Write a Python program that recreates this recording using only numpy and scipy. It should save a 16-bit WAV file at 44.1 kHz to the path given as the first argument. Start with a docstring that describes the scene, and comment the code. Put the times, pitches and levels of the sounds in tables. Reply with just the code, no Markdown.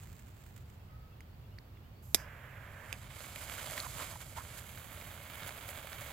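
"""Over a low outdoor rumble, someone crouches with a fading rustle of cloth noise; a faint bird whistles
gliding tones and a far squeal sounds as narrow noise. A lighter knocks as struck modes, its gas hisses as
coloured noise, the igniter snaps in noise bursts and a soft flame roars over a weaker hiss. Powder in a
clay pot catches in showers of tiny grains, the trigger is let go, and the fizz goes on unevenly with pitched
pops and hollow puffs, while shoes scuff back over gritty concrete in resonant scrapes and dull thuds."""
import sys
import numpy as np
from scipy import signal
from scipy.fft import rfft, irfft, next_fast_len
from scipy.io import wavfile

SR = 44100
rng = np.random.default_rng(int(sys.argv[2]) if len(sys.argv) > 2 else 0)


def int16_out(signal):
    """Quantize to a 16-bit WAV file."""
    q = np.round(np.clip(np.atleast_2d(signal).T, -1, 1) * 32767)
    wavfile.write(sys.argv[1], SR, q.astype(np.int16))


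N = 270257
TIME = np.arange(N) / SR   # seconds
SIZE = next_fast_len(N + 8192)   # transform length, with room for filter tails
BINS = np.maximum(np.arange(SIZE // 2 + 1) * SR / SIZE, 1)   # Hz


def from_db(db):
    """Decibels to gain."""
    return 10 ** (np.asarray(db) / 20)


def rms_one(x):
    """Scale to unit power."""
    return x / np.sqrt(np.mean(x ** 2) + 1e-20)


def gains(rows):
    """One gain curve per dB column, silent outside the table."""
    s, *columns = np.transpose(rows)
    return [from_db(np.interp(TIME, s, c, left=-np.inf, right=-np.inf)) for c in columns]


def per_bin(points):
    """Read a table along a log-frequency axis."""
    hz, value = np.transpose(points)
    return np.interp(np.log(BINS), np.log(hz), value)


def drift(rate):
    """Random wandering of unit power, with `rate` straight segments a second."""
    knots = rng.standard_normal(int(N / SR * rate) + 2)
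    return rms_one(np.interp(TIME * rate, np.arange(len(knots)), knots))


def envelope(start_s, end_s, attack_s, t60):
    """Rise, hold, then die away by 60 dB in t60 seconds."""
    rise = np.clip((TIME - start_s) / attack_s, 0, 1)
    return rise * from_db(-60 * np.maximum(TIME - end_s, 0) / t60)


def white():
    """Two unrelated noises."""
    return rng.standard_normal((2, N))


def grains(per_s, spread_db):
    """One-sample impulses at random moments; a wider spread makes a few stand out."""
    born = rng.random(N) < per_s / SR
    boost_db = spread_db * np.minimum(rng.exponential(1, N), 4)
    return rms_one(white() * born * from_db(boost_db))


def colour(x, spectrum):
    """Causal filter of unit power gain that falls away steeply beyond its table."""
    low_skirt = 1 + (spectrum[0][0] / BINS / np.sqrt(2)) ** 8
    high_skirt = 1 + (BINS / spectrum[-1][0] / np.sqrt(2)) ** 8
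    gain = rms_one(from_db(per_bin(spectrum)) / np.sqrt(low_skirt * high_skirt))
    # folding the cepstrum forward gives minimum phase, so the response starts at once
    cepstrum = irfft(np.log(gain + 1e-6), SIZE)
    cepstrum[1:SIZE // 2] *= 2
    cepstrum[SIZE // 2 + 1:] = 0
    return irfft(rfft(x, SIZE) * np.exp(rfft(cepstrum)), SIZE)[:, :N]


def place(x, balance, likeness, lead_s=0):
    """Turn two unrelated signals into a stereo pair; the left's share of the right comes early by lead_s."""
    right, other = rfft(x, SIZE)
    alike = np.clip(per_bin(likeness), 0, 1)
    shared = alike * right * np.exp(2j * np.pi * BINS * lead_s)
    left = shared + np.sqrt(1 - alike ** 2) * other
    return irfft([left * from_db(per_bin(balance)), right], SIZE)[:, :N]


def resonate(x, hz, width_hz):
    """A two-pole resonance with gain near 1 at its top."""
    r = np.exp(-np.pi * width_hz / SR)
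    poles = [1, -2 * r * np.cos(2 * np.pi * hz / SR), r * r]
    return signal.lfilter(np.array([1, 0, -1]) * (1 - r * r) / 2, poles, x)


def age(length):
    """Seconds since the start of a short sound."""
    return np.arange(int(length * SR) + 2) / SR


def burst(t60):
    """Dense noise, even in colour, that dies away."""
    t = age(t60)
    fade = from_db(-60 * t / t60)
    phases = np.angle(rfft(rng.standard_normal((2, len(t))) * fade))
    even = irfft(np.exp(1j * phases), len(t)) * fade ** .3
    return rms_one(even) * np.sqrt(np.mean(fade ** 2))


def ring(hz, t60):
    """A struck mode that builds up within about a cycle, in a random phase on each channel."""
    t = age(t60)
    swing = np.sin(2 * np.pi * (hz * t + rng.random((2, 1))))
    return swing * (1 - np.exp(-2 * hz * t)) * from_db(-60 * t / t60)


def add(out, s, sound):
    """Mix a short sound in at a moment."""
    part = out[:, int(s * SR):][:, :sound.shape[1]]
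    part += sound[:, :part.shape[1]]


# Spectra of the burning powder: its low rush, its fizz in the flare and its fizz at a smoulder.
# Each row: frequency in Hz, relative level in dB per Hz.
RUSH_SPECTRUM = [(260, -4.5), (400, -9), (580, -1), (900, -2), (1350, 0.5), (1850, -3), (2220, -0.5),
                 (2650, -5), (3250, -3.5), (3850, -8.5), (4200, -12), (4900, -13.5), (5700, -20.5)]
FLARING_SPECTRUM = [(4200, -6.5), (5000, -4), (5800, -8), (6300, -1), (6800, -1), (7400, 3.5), (8500, -2),
                    (9400, -1), (10800, -2), (11800, 1), (12800, -4), (14000, -3), (15000, -4),
                    (15800, -18)]
SMOULDERING_SPECTRUM = [(5700, -14.5), (6000, -12), (6400, -5), (7900, -3), (8600, -8.5), (9300, -5.5),
                        (10000, -6), (11100, -3), (12000, 1), (13000, -3.5), (14000, -8), (14800, -5),
                        (15800, -8)]
# Air resonances in the pot. 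Each row: frequency in Hz, width in Hz, gain in dB on the rush.
POT_MODES = [(596, 84, -9.5), (2215, 110, -4.5), (3400, 460, -25)]


def powder(rush_db=6.5, fizz_db=7.0, sputter_db=1.0, flicker_db=0.8, flare_ends_s=4.6, settle_s=0.35):
    """Countless grains flash off in sputters; the pot rings with the rush and the fizz changes colour."""
    rush_gain, fizz_gain = burning()
    sputter = from_db(sputter_db * drift(110) + flicker_db * drift(25))
    rush = colour(grains(per_s=6000, spread_db=1.5), RUSH_SPECTRUM)
    pot = sum(from_db(db) * resonate(rush, hz, width) for hz, width, db in POT_MODES)
    rush = rms_one(rush + pot)
    sparks = grains(per_s=22000, spread_db=3.0)
    settled = np.clip((TIME - flare_ends_s) / settle_s + .5, 0, 1)   # crossfade, flare to smoulder
    flaring = (1 - settled) * colour(sparks, FLARING_SPECTRUM)
    fizz = flaring + settled * colour(sparks, SMOULDERING_SPECTRUM)
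    return sputter * (from_db(rush_db) * rush_gain * rush + from_db(fizz_db) * fizz_gain * fizz)


# The powder catches, flares, sinks to a smoulder and picks up again.
# Each row: time in seconds, rush level in dB, fizz level in dB, both before the powder's trims.
BURN_COURSE = [(2.6, -72, -79.5), (2.9, -66.5, -65.5), (3.11, -60, -65), (3.19, -58, -59), (3.3, -58, -58),
               (3.6, -51.5, -52), (3.82, -52, -50.5), (3.89, -59, -54), (4.0, -50, -51),
               (4.19, -61.5, -58.5), (4.32, -63, -60), (4.52, -57, -56.5), (4.66, -60.5, -58),
               (5.06, -56.5, -57.5), (5.19, -58, -60), (5.42, -53, -56.5), (5.55, -56, -58.5),
               (6.13, -53.5, -55.5)]
# Spurts of the burning powder.
# Each row: centre in seconds, rush level in dB, fizz level in dB, both before the powder's trims.
SPURTS = [(3.425, -61, -55), (3.78, -53.5, -59), (4.216, -55.5, -55), (4.385, -55.5, -55.5),
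          (4.58, -60, -54), (5.475, -51.5, -52), (5.58, -55.5, -57), (5.697, -54, -50), (6.02, -57, -56.5)]
SPURT_S = .07   # each swells and dies in this time


def burning():
    """Gains of rush and fizz: the powers of the slow burn and the spurts add up."""
    power = np.square(gains(BURN_COURSE))
    swell = np.hanning(len(age(SPURT_S))) ** 2
    for s, rush_db, fizz_db in SPURTS:
        add(power, s - SPURT_S / 2, from_db([[rush_db], [fizz_db]]) ** 2 * swell)
    return np.sqrt(power)


# The loudest sparks and grit cracking.
# Each row: start in seconds, pop level in dB before trim, pop centre in Hz, treble level in dB before trim.
CRACKS = [(3.2048, -41, 1330, -54), (3.3595, -36.5, 2260, -33), (3.5818, -43, 1850, -46),
          (3.7105, -46, 2330, -31), (3.7775, -32, 1730, -49), (3.8013, -34, 4200, -48),
          (3.8987, -49, 2230, -45), (4.032, -41, 2240, -54), (4.374, -43, 1030, -46),
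          (4.5892, -45, 1688, -52), (4.775, -43.5, 1530, -51.5), (5.0125, -44, 2160, -52),
          (5.4326, -38.5, 1405, -54), (5.4915, -38, 1457, -45), (5.6895, -40, 2150, -42.5),
          (5.9299, -38, 1770, -56), (6.0183, -46, 1980, -49)]


def crackles(pop_db=-8, spit_db=-1, pop_t60=0.014, spit_t60=0.0087,
             sparks_per_s=80, spark_db=-3.0, spark_spread_db=2.0):
    """Each crack is a pitched pop with a spit of treble; lesser sparks snap at random as the powder burns."""
    pops, spits = np.zeros((2, 2, N))
    for s, db, hz, treble_db in CRACKS:
        pop = resonate(resonate(burst(pop_t60), hz, width_hz=480), hz, width_hz=10400)
        add(pops, s, from_db(db + pop_db) * rms_one(pop))
        add(spits, s, from_db(treble_db + spit_db) * burst(spit_t60))
    sparks = signal.fftconvolve(grains(sparks_per_s, spark_spread_db), burst(t60=.006), axes=1)[:, :N]
    rush_gain = gains(BURN_COURSE)[0]
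    sparks = from_db(spark_db) * rush_gain * rms_one(sparks)
    return pops + colour(sparks, RUSH_SPECTRUM) + colour(spits + sparks / 2, FLARING_SPECTRUM)


# Gas bursting from the powder. Each row: start in seconds, level in dB.
PUFFS = [(3.205, -43), (3.36, -43), (3.655, -47), (3.752, -40), (3.78, -50), (4.325, -49), (5.43, -52),
         (5.49, -43), (5.69, -47), (5.775, -41), (5.845, -39.5), (6.02, -50)]


def puffs(t60=0.044):
    """Pockets of gas burst and sound the hollow of the pot at its lowest mode."""
    out = np.zeros((2, N))
    for s, db in PUFFS:
        add(out, s, from_db(db) * ring(POT_MODES[0][0], t60))
    return out


# Igniter snap. Each row: start in seconds, level in dB, 60 dB decay in seconds.
SNAP = [(2.1457, -16, 0.017), (2.1458, -9, 0.0063), (2.1476, -18.5, 0.024), (2.1486, -23.5, 0.032),
        (2.1585, -37, .02)]
# Handling of the lighter and the trigger let go.
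# Each row: start in seconds, knock level in dB before halving, knock pitch in Hz, tick level in dB.
HANDLING = [(1.2063, -46, 2120, -54), (1.585, -46, 1880, -65), (1.5873, -46.5, 4500, -68),
            (1.772, -56, 2150, -75), (2.9277, -28, 2510, -34.5), (2.9396, -43, 2580, -59)]
# Lighter held inside the pot. Each row: frequency in Hz, level in dB on the blow, 60 dB decay in seconds.
LIGHTER_MODES = [(240, -2, 0.028), (383, -4.5, 0.022), (670, -2, 0.021), (2350, -6, 0.028),
                 (3545, 3.5, 0.023), (4580, -5, 0.031), (4980, 4, 0.034), (5300, -11.5, 0.03219),
                 (5820, -4, 0.03), (6540, 4, .03), (6857, -1, 0.02932), (8000, 6, 0.021),
                 (9100, 10.5, 0.013), (10030, 0.5, .03), (10870, -9, .028), (11990, -13, .03),
                 (13700, -15, .022)]
# Snap and tick spectrum. Each row: frequency in Hz, relative level in dB per Hz.
SNAP_SPECTRUM = [(150, -7), (300, -2), (1000, -10.5), (1600, -10), (2300, 1.5), (2900, -8.5), (3600, 5.5),
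                 (4300, -4.5), (5400, 1), (6200, -0.5), (8500, 1), (13500, 2.5), (15000, -8),
                 (15800, -14.5)]
# Stereo lean of the lighter. Each row: frequency in Hz, left minus right in dB.
LIGHTER_BALANCE = [(300, 0.5), (1200, -11), (2200, -4.5), (3300, -9.5), (5800, -1), (8500, -14),
                   (12000, -11.5), (15500, -4.5)]
# Stereo likeness of all the near sounds. Each row: frequency in Hz, left-right likeness from 0 to 1.
NEAR_LIKENESS = [(300, 0.81), (600, 0.99), (1200, 0.7), (3300, 0.9), (5500, 0.3892), (13000, .35),
                 (15000, .1)]


def lighter(body_db=-25, knock_t60=0.0058, tick_t60=0.012, tick_ring_db=-13, scatter_db=-44, scatter_t60=0.12):
    """Gas hisses, the sprung igniter strikes, the jet burns, the trigger knocks back."""
    cracks, body = np.zeros((2, 2, N))
    for s, db, t60 in SNAP:
        add(cracks, s, from_db(db) * burst(t60))
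    strike_s = SNAP[1][0]
    add(cracks, strike_s, from_db(scatter_db) * burst(scatter_t60))   # the snap rattles round the pot
    blows = [(strike_s, body_db)]
    for s, knock_db, hz, tick_db in HANDLING:
        add(body, s, from_db(knock_db) * rms_one(ring(hz, knock_t60)) / 2)
        add(cracks, s, from_db(tick_db) * burst(tick_t60))
        blows.append((s, tick_db + tick_ring_db))
    for s, blow_db in blows:   # every contact rings the same body
        for hz, db, t60 in LIGHTER_MODES:
            add(body, s, from_db(blow_db + db) * ring(hz, t60))
    sound = colour(cracks, SNAP_SPECTRUM) + body + jet(strike_s)
    return place(sound, LIGHTER_BALANCE, NEAR_LIKENESS, lead_s=.00002)


# Spectra of the gas hiss, the gas catching and the flame.
# Each row: frequency in Hz, relative level in dB per Hz.
NOZZLE_SPECTRUM = [(5800, -12), (6400, -5.5), (7600, -1.5), (8600, -10), (9400, -7), (10200, -9),
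                   (10900, -2), (12000, 1.5), (13400, 2), (14500, -7), (15500, -14.5)]
LIGHTING_SPECTRUM = [(4200, -11), (4950, 5), (5700, -2), (6600, -1), (8500, -5), (10300, -10), (11700, -2),
                     (13400, -3), (15500, -13)]
FLAME_SPECTRUM = [(300, -29), (400, -18.5), (560, -4.5), (750, -8.5), (1000, -6), (1350, -6), (1650, -1.5),
                  (1950, -5.5), (2300, -9), (2800, -14), (3400, -20), (4200, -35), (5000, -40.5)]
VALVE_OPENS_S, VALVE_SHUTS_S = 2.02, 2.93
GAS_DB, GAS_ATTACK_S, GAS_LIT_DB = -60, .012, -67   # hiss before and after lighting
LIGHTING_DB, LIGHTING_HOLD_S, LIGHTING_T60_S = -54.5, .06, 0.19   # the hiss flares as the gas catches
FLAME_DB, FLAME_ATTACK_S, FLAME_T60_S = -52.5, 0.028, 0.28   # level before surge and drift
FLAME_SURGE_DB, FLAME_SURGE_S = 3, 0.13   # swell around lighting and around the valve shutting


def jet(strike_s):
    """Gas hisses, flares at the spark, then hisses more weakly under a soft flame roar;
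    both fade once the valve shuts."""
    gas_level = from_db(np.where(TIME < strike_s, GAS_DB, GAS_LIT_DB))
    gas = gas_level * envelope(VALVE_OPENS_S, VALVE_SHUTS_S, GAS_ATTACK_S, FLAME_T60_S)
    lighting_ends_s = strike_s + LIGHTING_HOLD_S
    lighting = from_db(LIGHTING_DB) * envelope(strike_s, lighting_ends_s, GAS_ATTACK_S, LIGHTING_T60_S)
    surge = sum(np.exp(-np.abs(TIME - s) / FLAME_SURGE_S) for s in (strike_s, VALVE_SHUTS_S))
    flame_level = from_db(FLAME_DB + FLAME_SURGE_DB * surge + .7 * drift(40))
    flame = flame_level * envelope(strike_s, VALVE_SHUTS_S, FLAME_ATTACK_S, FLAME_T60_S)
    hiss = gas * colour(white(), NOZZLE_SPECTRUM) + lighting * colour(white(), LIGHTING_SPECTRUM)
    return hiss + flame * colour(white(), FLAME_SPECTRUM)


# Soles on concrete. Each row: start in seconds, length in seconds, level in dB before fading, centre in Hz.
SCUFFS = [(3.563, .04, -48, 1400), (3.772, .012, -45, 900), (3.825, .04, -44, 1160),
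          (3.859, 0.013, -40, 950), (3.967, 0.088, -45, 1060), (4.108, 0.049, -50, 1050),
          (4.154, 0.0165, -44, 900), (4.36, 0.04, -41, 970), (4.384, 0.049, -48, 1150)]
# Heels set down. Each row: start in seconds, level in dB before trim, pitch in Hz.
STEPS = [(3.689, -39, 140), (3.876, -39, 126), (3.953, -36, 135), (4.124, -43, 120), (4.511, -46, 91.5),
         (4.851, -41, 80)]


def shoes(thud_t60=0.063, thud_db=3):
    """Grit rolls under soft soles in short, hollow scrapes; the heels thud dully."""
    out, grit = np.zeros((2, N)), grains(per_s=3500, spread_db=0.5)
    for s, length, db, hz in SCUFFS:
        count = len(age(length))
        rub = grit[:, int(s * SR):][:, :count]
        rub = resonate(resonate(rub, hz, width_hz=240), hz, width_hz=1400)
        add(out, s, from_db(db) * rms_one(rub) * np.sqrt(np.hanning(count)))
    for s, db, hz in STEPS:
        add(out, s, from_db(db + thud_db) * ring(hz, thud_t60))
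    return out


# Folds of cloth snapping. Each row: start in seconds, level in dB.
FOLDS = [(0.033, -49.5), (.128, -51), (.195, -52), (.291, -66), (.438, -54.5), (.464, -54), (.563, -48.5),
         (0.577, -51), (.70, -56.5)]
# Cloth spectrum. Each row: frequency in Hz, relative level in dB per Hz.
CLOTH_SPECTRUM = [(1500, -3.0), (2500, -4.5), (4000, -11), (5800, -12), (6400, -8), (7400, -1),
                  (8300, -7.5), (9200, -7.5), (10200, -20), (11500, -6.5), (14000, -9), (15500, -8)]
# sleeve and jeans shift, then come to rest; the level is where the sag starts
RUSTLE_DB, RUSTLE_SAG_DB_PER_S, RUSTLE_ENDS_S, RUSTLE_T60_S = -59, 15.5, 0.74, .9


def clothes(tick_t60=0.04):
    """Fibres catch and slip ever more gently; now and then a fold snaps over."""
    motion = from_db(RUSTLE_DB - RUSTLE_SAG_DB_PER_S * TIME) * envelope(0, RUSTLE_ENDS_S, 1 / SR, RUSTLE_T60_S)
    rub = grains(per_s=1800, spread_db=0.0) * motion * from_db(2.0 * drift(70.6))
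    for s, db in FOLDS:
        add(rub, s, from_db(db) * burst(tick_t60))
    return colour(rub, CLOTH_SPECTRUM)


# One bird phrase. Each row: start in seconds into the phrase, length in seconds, start pitch in Hz,
# end pitch in Hz, average level in dB before the direct and echo paths.
BIRD_NOTES = [(0, 0.05, 2850, 2570, -71), (0.015, 0.038, 3500, 3200, -73.5), (0.068, .08, 2500, 3400, -75),
              (0.091, 0.101, 2040, 1880, -74), (0.148, .16, 4050, 4850, -79.5)]
# the phrase repeats; its direct sound is weaker than its echo from the trees
BIRD_STARTS_S, BIRD_PERIOD_S, BIRD_DIRECT_DB = 0.78, 0.32, -2.5


def bird(count=4, warble=.016):
    """Wavering, gliding whistles, a little different each time, blurred by distance."""
    out, waver = np.zeros((2, N)), 1 + warble * drift(120)
    for s in BIRD_STARTS_S + BIRD_PERIOD_S * np.arange(count):
        for offset, length, start_hz, end_hz, db in BIRD_NOTES:
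            size = len(age(length))
            glide = np.linspace(start_hz, end_hz, size) * waver[int((s + offset) * SR):][:size]
            note = np.sin(2 * np.pi * np.cumsum(glide) / SR) * np.hanning(size)
            add(out, s + offset, from_db(db + rng.normal(0, 1.7)) * note[None])
    trees = burst(t60=0.17)
    echo = signal.fftconvolve(out, trees / np.linalg.norm(trees[0]), axes=1)[:, :N]
    return from_db(BIRD_DIRECT_DB) * out + echo


SQUEAL_STARTS_S, SQUEAL_ENDS_S, SQUEAL_DB, SQUEAL_ATTACK_S, SQUEAL_T60_S = 0.87, 1.06, -69.5, .04, .7


def squeal(hz=1275, width_hz=55):
    """One faint, far, unsteady tone: noise through two narrow resonances."""
    level = from_db(SQUEAL_DB) * envelope(SQUEAL_STARTS_S, SQUEAL_ENDS_S, SQUEAL_ATTACK_S, SQUEAL_T60_S)
    return level * rms_one(resonate(resonate(white(), hz, width_hz), hz, width_hz))


# Spectra of the rumble and the hush of the air. 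Each row: frequency in Hz, relative level in dB per Hz.
RUMBLE_SPECTRUM = [(20, -13), (30, -13.5), (40, -6.5), (50, -2), (65, 0.5), (95, 2.5), (125, -1.5),
                   (155, -6), (185, -12.5), (210, -11), (255, -17.5), (300, -25.5), (400, -32.5)]
AIR_SPECTRUM = [(300, -1.5), (480, -2.5), (700, -4), (1200, -7.5), (2000, -12), (3200, -15.5),
                (4000, -18.5), (4500, -18.5), (6000, -25.5), (7400, -24.5), (8500, -29), (10000, -30),
                (12500, -22.5), (15000, -20)]
# Stereo lean of the background. Each row: frequency in Hz, left minus right in dB.
AIR_BALANCE = [(100, -1.5), (300, -4), (700, -3), (1500, -4), (3000, -1), (7400, -2.5), (10000, 0.5),
               (15000, 1)]
# Stereo likeness of the background. Each row: frequency in Hz, left-right likeness from 0 to 1.
AIR_LIKENESS = [(60, 0.98), (130, 0.97), (290, 0.82), (640, 0.23), (1400, 0), (15000, 0)]


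def outdoors(rumble_db=-51.0, air_db=-61.5, gust_db=0.9):
    """Low wind rumble, as gusting dark noise, under a thin, even hush."""
    rumble = colour(white(), RUMBLE_SPECTRUM) * from_db(rumble_db + gust_db * drift(6.4))
    hush = from_db(air_db) * colour(white(), AIR_SPECTRUM)
    return place(rumble + hush, AIR_BALANCE, AIR_LIKENESS)


# Stereo lean of the sounds near the pot. Each row: frequency in Hz, left minus right in dB.
POT_BALANCE = [(250, -3.5), (600, -3.5), (1200, -10), (1800, -5), (2600, -9), (3300, -8), (4300, -1.5),
               (5700, -11), (6400, -5), (7200, -18), (8000, -10), (9200, -24), (10200, -8), (12000, -10.5),
               (13500, -8.5), (15000, -2)]


def scene():
    """Powder, shoes and clothes lean to the right; the rest joins them."""
    near = powder() + crackles() + puffs() + shoes() + clothes()
    near = place(near, POT_BALANCE, NEAR_LIKENESS, lead_s=.00003)
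    return near + lighter() + outdoors() + bird() + squeal()


CUTOFF_HZ = 15900


def record(dry):
    """The top is cut steeply."""
    lowpass = signal.ellip(12, .2, 75, CUTOFF_HZ, fs=SR, output="sos")   # 0.2 dB ripple, 75 dB stop
    return signal.sosfilt(lowpass, dry)


dry = scene()
out = record(dry)
int16_out(out)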